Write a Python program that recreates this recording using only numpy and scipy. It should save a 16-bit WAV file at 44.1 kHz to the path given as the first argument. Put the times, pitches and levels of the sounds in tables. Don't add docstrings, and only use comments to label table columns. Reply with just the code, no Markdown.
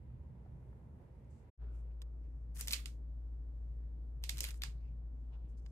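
import sys
import numpy as np
from scipy import signal
from scipy.fft import rfft, irfft, next_fast_len
from scipy.io import wavfile
from scipy.ndimage import uniform_filter1d

SR = 44100
rng = np.random.default_rng(int(sys.argv[2]) if len(sys.argv) > 2 else 0)


def voltage_ratio(decibels):
    exponent = np.asarray(decibels, float) / 20
    return 10 ** exponent


def put_to_file(sound):
    columns = np.atleast_2d(sound).T
    safe = np.clip(columns, -1, 1)
    whole_steps = np.round(safe * 32767)
    wavfile.write(sys.argv[1], SR, whole_steps.astype(np.int16))


N = 251811
T = np.arange(N) / SR
MUTE_S, BACK_S = 1.503, 1.576

# start [s], peak at 2-5 kHz [dB], brightness [dB], left minus right [dB].
CREASE_SNAPS = [(2.5659, -54, -17, -6), (2.5714, -60, 2.5, -11.5), (2.6095, -40, 0, -3.5),
                (2.6816, -35.5, -4.5, -3.5), (2.7319, -25.5, -10.5, -0.5), (2.7359, -33.5, -9, -11),
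                (2.8574, -42, -6, -12), (4.2381, -38, -8, -3), (4.2936, -32.5, -6, -10),
                (4.3818, -44, -4.5, -5), (4.4054, -36, -0.5, -8.5), (4.4403, -35.5, -8.5, 2),
                (4.5421, -60, -6, -5), (4.6193, -38, -14, 6)]
# start [s], peak [dB], brightness [dB], left minus right [dB].
CREASE_SCRUNCHES = [(2.6725, -43, -0.5, -5), (2.7075, -36.5, -8.5, -6), (2.7125, -41.5, -0.5, -4.5),
                    (2.7235, -40.5, 2.5, -3), (2.7415, -39, -6.5, -4), (4.2905, -43.5, -9, -8),
                    (4.371, -49.5, -5, -7.5), (4.3875, -51, -2, -15.5), (4.4325, -52, 2, -12.5),
                    (4.4475, -39.5, -6.5, -4), (4.4675, -49, -10, 1), (4.4867, -46.5, -9, 6),
                    (4.5055, -53, -1, -13)]
# start [s], peak [dB], brightness [dB], left minus right [dB].
PACKET_FLAPS = [
    (4.6349, -32, -11.5, -6),
]
# start [s], peak [dB], brightness [dB], left minus right [dB].
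NAIL_TICKS = [
    (2.0175, -53, -8, -5.5),
    (5.661, -62.5, -13, -8.5),
]
# start [s], peak [dB], pitch [Hz].
SHEET_RING = [
    (4.6193, -59, 1860),
    (4.6349, -36, 1740),
    (4.6349, -48, 1096),
]
# start [s], peak [dB], pitch [Hz].
FINGER_THUMPS = [
    (2.611, -52, 450),
    (2.682, -53, 480),
    (2.731, -51, 520),
    (2.884, -63, 900),
    (4.237, -61, 810),
    (4.293, -61.5, 698),
    (4.440, -46, 477),
]


def packet():
    sharp, sharp_energy = snaps(CREASE_SNAPS, 0.0002, 0.0014, [3.76, 4.5, 8.5, 9.5])
    soft, soft_energy = snaps(CREASE_SCRUNCHES, 0.001, 0.002, [1.5, 4.5, 5.5, 5.5])
    flap, flap_energy = snaps(PACKET_FLAPS, 0.00035, 0.0016, [13.6, 3.8, 7.9, 8.5])
    ticks, _ = snaps(NAIL_TICKS, 0.00015, 0.0036, [3.3, 4.7, 9.0, 4.6])
    tails = walls(sharp_energy) + walls(soft_energy) + walls(flap_energy)
    sheet = pair(knocks(SHEET_RING, 4.7, -14), 3)
    thumps = pair(knocks(FINGER_THUMPS, 1.5, -6), 2.7)
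    return crackle() + tails + sharp + soft + flap + sheet + thumps + ticks


# left minus right [dB], per snap band.
PORT_DB = [12.5, -1, -3, 18]


def snaps(events, rise_s, fall_s, gain_db):
    out, energy, t = np.zeros((2, N + SR)), np.zeros((4, N)), T[:1500]
    shape = (1 - np.exp(-t / rise_s)) * np.exp(-t / fall_s)
    for s, peak_db, bright_db, pan_db in events:
        at = int(s * SR)
        body_db = -12 - (1 - 0.31) * (peak_db + 49)
        sizzle_db = -3.5 + 1.15 * bright_db
        for k, rel_db in enumerate([body_db, 0, bright_db, sizzle_db]):
            burst = foil(shape * rng.standard_normal(len(t)), k)
            size = voltage_ratio(peak_db + rel_db + gain_db[k])
            out[:, at:at + len(t)] += pair(size * burst / np.abs(burst).max(), pan_db + PORT_DB[k])
            energy[k, at + 90] += size ** 2
    return out[:, :N], energy


# low edge [Hz], high edge [Hz].
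SNAP_BANDS = [(800, 2000), (2000, 5000), (5000, 9000), (9000, 14000)]
# centre [Hz], width [Hz], level [dB].
FOIL_MODES = [(4170, 31, -11.5), (4910, 110, 2), (6770, 150, 3.5), (7750, 29, -3), (8400, 430, -7),
              (11500, 120, -7.5), (13160, 78, -1.5)]


def foil(x, k):
    lo, hi = SNAP_BANDS[k]
    x = band(x, lo, hi, order=4)
    return x + 0.6 * sum(voltage_ratio(db) * ring(x, hz, width) for hz, width, db in FOIL_MODES if lo < hz < hi)


# T60 [s], per snap band.
ROOM_T60_S = [0.25, 0.19, 0.2, .22]
# level [dB], per snap band.
ROOM_DB = [-17, -21, -20, -24.5]


def walls(energy):
    out = 0
    for k in range(4):
        left = signal.lfilter([1], [1, -voltage_ratio(-120 / SR / ROOM_T60_S[k])], energy[k])
        noise = level(foil(rng.standard_normal((2, N)), k), ROOM_DB[k])
        out = out + np.sqrt(left) * sides(0.8 * (PORT_DB[k] - 8)) ** 0 * tail_pan(k) * noise
    return out


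def tail_pan(k):
    return sides(0.8 * (PORT_DB[k] - 8))


# time [s], crackle [dB].
GRIP_TURNS = [
    [(2.55, -72.5), (2.575, -64.5), (2.6, -52.5), (2.665, -69), (2.7, -62.5), (2.735, -47.5), (2.77, -59),
     (2.82, -64.5), (2.9, -76)],
    [(4.225, -75), (4.25, -67.5), (4.28, -77.5), (4.32, -65.5), (4.43, -63), (4.5, -55), (4.53, -74),
     (4.6, -89), (4.66, -71)],
]


def crackle():
    grips = [curve(rows) for rows in GRIP_TURNS]
    hisses = []
    for grip, rows, hiss_db, dulling_db_per_s in zip(grips, GRIP_TURNS, [7.5, 0.5], [50.5, 5]):
        hisses.append(grip + hiss_db - dulling_db_per_s * np.abs(T - rows[0][0]))
    creak_db, hiss_db = np.max(grips, axis=0), np.max(hisses, axis=0)
    grains = rng.standard_normal((2, N)) * voltage_ratio(2.7 * rng.exponential(size=N) + 1.9 * walk(160))
    creak = level(band(grains, 1100, 4200), 0) * voltage_ratio(creak_db + np.array([[-2.5], [1.5]]))
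    hiss = level(band(grains, 4200, 13000), 0) * voltage_ratio(hiss_db) * sides(3)
    body = level(band(grains, 400, 1000), 0) * voltage_ratio(creak_db - 15)
    return creak + hiss + body


# centre time [s], length [s], level [dB], centre [Hz].
FINGER_RUBS = [(1.67, 0.14, -78, 1390), (1.916, 0.0077, -87, 2450), (2.26, 0.032, -86.5, 2350),
               (2.24, 0.036, -97, 4800), (2.72, .04, -66, 224), (4.65, 0.03, -65.5, 1640),
               (4.66, .029, -74, 4100), (4.34, .05, -67.5, 2504), (4.79, .06, -87, 4080),
               (4.862, 0.059, -81, 2450), (4.87, .04, -91, 4600), (5.342, 0.015, -74, 2700)]
# centre time [s], length [s], level [dB], centre [Hz].
SLEEVE_BRUSHES = [(1.635, .038, -72.5, 924), (1.73, 0.19, -85, 1980), (1.774, 0.059, -84.5, 7250),
                  (2.69, 0.037, -64.5, 600), (2.745, .02, -61, 400), (4.3, 0.033, -69, 600),
                  (4.43, 0.024, -59, 451), (4.565, 0.029, -71, 8000), (5.35, .05, -71, 795),
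                  (5.45, .2, -88.5, 2600), (5.505, 0.023, -83.5, 6600), (5.585, 0.015, -78.5, 5470),
                  (5.678, 0.07, -85.5, 6040)]


def fingers():
    grains = rng.standard_normal((2, N)) * voltage_ratio(2.1 * walk(150))
    out = 0
    for rows, width_share in [(FINGER_RUBS, 0.38), (SLEEVE_BRUSHES, 0.79)]:
        for s, length_s, db, hz in rows:
            width_hz = width_share * hz
            rub = level(ring(ring(grains, hz, width_hz), hz, width_hz), 0)
            out = out + voltage_ratio(db) * np.exp(-((T - s) / length_s) ** 2) * rub
    return out


# time [s], main drone [dB].
MOTOR_LOAD = [(1.66, -42.5), (2.03, -45.5), (2.41, -45.5), (2.55, -44), (2.93, -45), (3.16, -43.5),
              (3.57, -44), (3.67, -42), (4.03, -44.5), (4.28, -42.5), (5.6, -45.5), (5.71, -47)]
# frequency [Hz], rms level [dB].
MAINS_LINES = [(120.0, -68), (142.0, -72), (240.0, -80)]


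def motors():
    main_db = np.interp(T, *np.transpose(MOTOR_LOAD))
    second_db = -57.5 - 12.5 * np.exp(-np.maximum(T - BACK_S, 0) / 0.7)
    main = voltage_ratio(main_db) * np.sin(2 * np.pi * 56.68 * T + 0.1 * walk(1))
    second = voltage_ratio(second_db) * np.sin(2 * np.pi * 43.36 * (T + 0.01) + 0.067 * walk(3))
    mains = 0
    for hz, db in MAINS_LINES:
        mains = mains + voltage_ratio(db + 2.5 * walk(4)) * np.sin(2 * np.pi * hz * T + 0.4 * walk(3))
    return np.sqrt(2) * (pair(main + second, 1.6) + pair(mains, -1.1))


# frequency [Hz], density [dB per Hz].
KITCHEN_AIR = [(25, -15), (45, -7), (72, 0), (98, -6), (125, -4), (150, -3), (180, -17.5), (235, -13),
               (450, -18), (700, -26), (1400, -37.5), (2800, -51.5), (12000, -60.5), (14000, -72)]
# start [s], peak [dB], pitch [Hz].
COUNTER_BUMPS = [
    (2.70, -49, 200),
    (2.919, -49.5, 99),
    (3.604, -52.5, 101.8),
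    (3.879, -52, 129.1),
    (4.682, -41.5, 136),
    (5.443, -43, 150),
    (5.545, -51, 171),
]


def kettle():
    kettle_db = -60.5 - 5 * np.exp(-((T - 1.97) / 0.2) ** 2)
    mid_db = -74 + 6 * np.exp(-np.maximum(T - BACK_S, 0) / 0.22)
    rumble = air(KITCHEN_AIR, 64, 330, 2.2) * voltage_ratio(kettle_db) + air(KITCHEN_AIR, 22, 64, 0.94) * voltage_ratio(-67.5)
    still = air(KITCHEN_AIR, 330, 1600, 0.37) * voltage_ratio(mid_db) + air(KITCHEN_AIR, 1600, 16000, 1.1) * voltage_ratio(-92)
    return rumble + still + pair(knocks(COUNTER_BUMPS, 1.1, -6), 0)


# start [s], peak [dB], pitch [Hz].
SHAKER_KNOCKS = [
    (.1, -63, 1300),
    (.459, -55, 745),
    (.626, -59, 820),
    (.727, -59, 925),
    (1.245, -70, 4200),
]


def shaker():
    tip_s, hold_s, attack_s, release_s = 1.293, 0.1, 0.015, 0.067
    tip = np.clip((T - tip_s) / attack_s, 0, 1) * np.clip((tip_s + hold_s - T) / release_s + 1, 0, 1)
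    hiss = voltage_ratio(-102) + tip * voltage_ratio(-84 - 32 * (T - tip_s))
    grains = air([(3000, -4), (14000, 1)], 3400, 14000, 2.2)
    grains = level(ring(ring(grains, 6200, 4300), 6200, 4200), 0)
    return grains * hiss + pair(knocks(SHAKER_KNOCKS, 3.7, 9), 0)


# frequency [Hz], density [dB per Hz].
DINING_AIR = [(200, -13), (240, -23.5), (290, -24.5), (355, -21), (510, -24), (700, -31), (950, -30),
              (1150, -39.5), (2000, -44), (3200, -54), (6000, -63), (12500, -62.5), (14000, -68),
              (15500, -85)]
# centre [Hz], width [Hz], level [dB].
DINING_MODES = [(61, 28, 0.5), (117.4, 10.4, 0), (148.2, 14, -13), (220, 30, -14)]
# time [s], rumble [dB].
TRAFFIC_SWELL = [(0, -51.5), (.25, -50), (.4, -56), (.5, -50.5), (.8, -54.5), (.95, -51.5), (1.15, -57),
                 (1.28, -53.5), (1.37, -55.5), (1.5, -55.5)]


def dining_room():
    rumble_db = np.interp(T, *np.transpose(TRAFFIC_SWELL))
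    air_db = -70 + 0.5 * T + 3 * np.exp(-((T - 1.014) / 0.054) ** 2)
    push = air([(30, -9.5), (60, 2.5), (180, 0), (300, -11)], 41, 330, 1.4)
    rumble = sum(voltage_ratio(db) * ring(push, hz, width) for hz, width, db in DINING_MODES)
    still = air(DINING_AIR, 215, 15500, 0.99) * voltage_ratio(air_db)
    return level(rumble, 0) * voltage_ratio(rumble_db) * sides(-1.5) + still * sides(-1.2)


def air(spectrum, lo_hz, hi_hz, flicker_db):
    size = next_fast_len(N)
    hz = np.fft.rfftfreq(size, 1 / SR) + 1e-3
    points = np.array(spectrum, float)
    colour = voltage_ratio(np.interp(np.log(hz), np.log(points[:, 0]), points[:, 1]))
    side = np.clip(0.06 + (hz / 900) ** 1.1, 0, 1)
    mid, apart = rfft(rng.standard_normal((2, size)))
    both = colour * np.array([mid + side * apart, mid - side * apart])
    edges = lo_hz * (hi_hz / lo_hz) ** (np.arange(5) / 4)
    out = 0
    for lo, hi in zip(edges, edges[1:]):
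        part = irfft(both * ((hz >= lo) & (hz < hi)), size)[:, :N]
        out = out + voltage_ratio(flicker_db * walk(9)) * part
    return out / out.mean(axis=0).std()


def knocks(events, cycles, tick_db):
    out = np.zeros(N + SR)
    t = T[:SR // 8]
    for s, db, hz in events:
        puff = ring(ring(rng.standard_normal(len(t)), 1.6 * hz, 0.5 * hz), 1.1 * hz, 1.5 * hz)
        fade = np.exp(-t * hz / cycles) * (1 - np.exp(-t / 0.002))
        out[int(s * SR):][:len(t)] += voltage_ratio(db) * fade * (np.sin(2 * np.pi * hz * t) + voltage_ratio(tick_db) * puff)
    return out[:N]


def pair(x, pan_db):
    return np.array([x * voltage_ratio(pan_db / 2), np.roll(x, 6) * voltage_ratio(-pan_db / 2)])


def sides(pan_db):
    return voltage_ratio(np.array([[pan_db / 2], [-pan_db / 2]]))


def level(x, db):
    return x * voltage_ratio(db) / np.sqrt(np.mean(x ** 2))


def curve(rows, edge_s=0.022):
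    s, db = np.transpose(rows)
    return np.interp(T, np.r_[s[0] - edge_s, s, s[-1] + edge_s], np.r_[-140, db, -140])


def band(x, lo_hz, hi_hz, order=2):
    return signal.sosfilt(signal.butter(order, [lo_hz, hi_hz], "band", fs=SR, output="sos"), x)


def ring(x, hz, width_hz):
    return signal.lfilter(*signal.iirpeak(hz, hz / width_hz, SR), x)


def walk(rate_hz):
    coarse = T[::50]
    held = rng.standard_normal(1000)[(coarse * rate_hz).astype(int)]
    k = int(SR / 50 / rate_hz)
    return np.interp(T, coarse, 1.3 * uniform_filter1d(uniform_filter1d(held, k), k))


def scene():
    kitchen = packet() + fingers() + motors() + kettle()
    kitchen_fade = np.clip((T - BACK_S) / 0.047, 0, 1) * np.clip((T[-1] - T) / 0.0011, 0, 1)
    dining_fade = np.clip((MUTE_S - T) / 0.011, 0, 1)
    return kitchen * kitchen_fade + (shaker() + dining_room()) * dining_fade


def band_limit(x):
    return signal.sosfilt(signal.butter(12, 16640, fs=SR, output="sos"), x)


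def record(dry):
    top = signal.ellip(6, 0.3, 50, 15600, fs=SR, output="sos")
    mix = signal.sosfilt(top, dry + voltage_ratio(-112) * rng.standard_normal(dry.shape))
    return band_limit(mix)


dry = scene()
out = record(dry)
put_to_file(out)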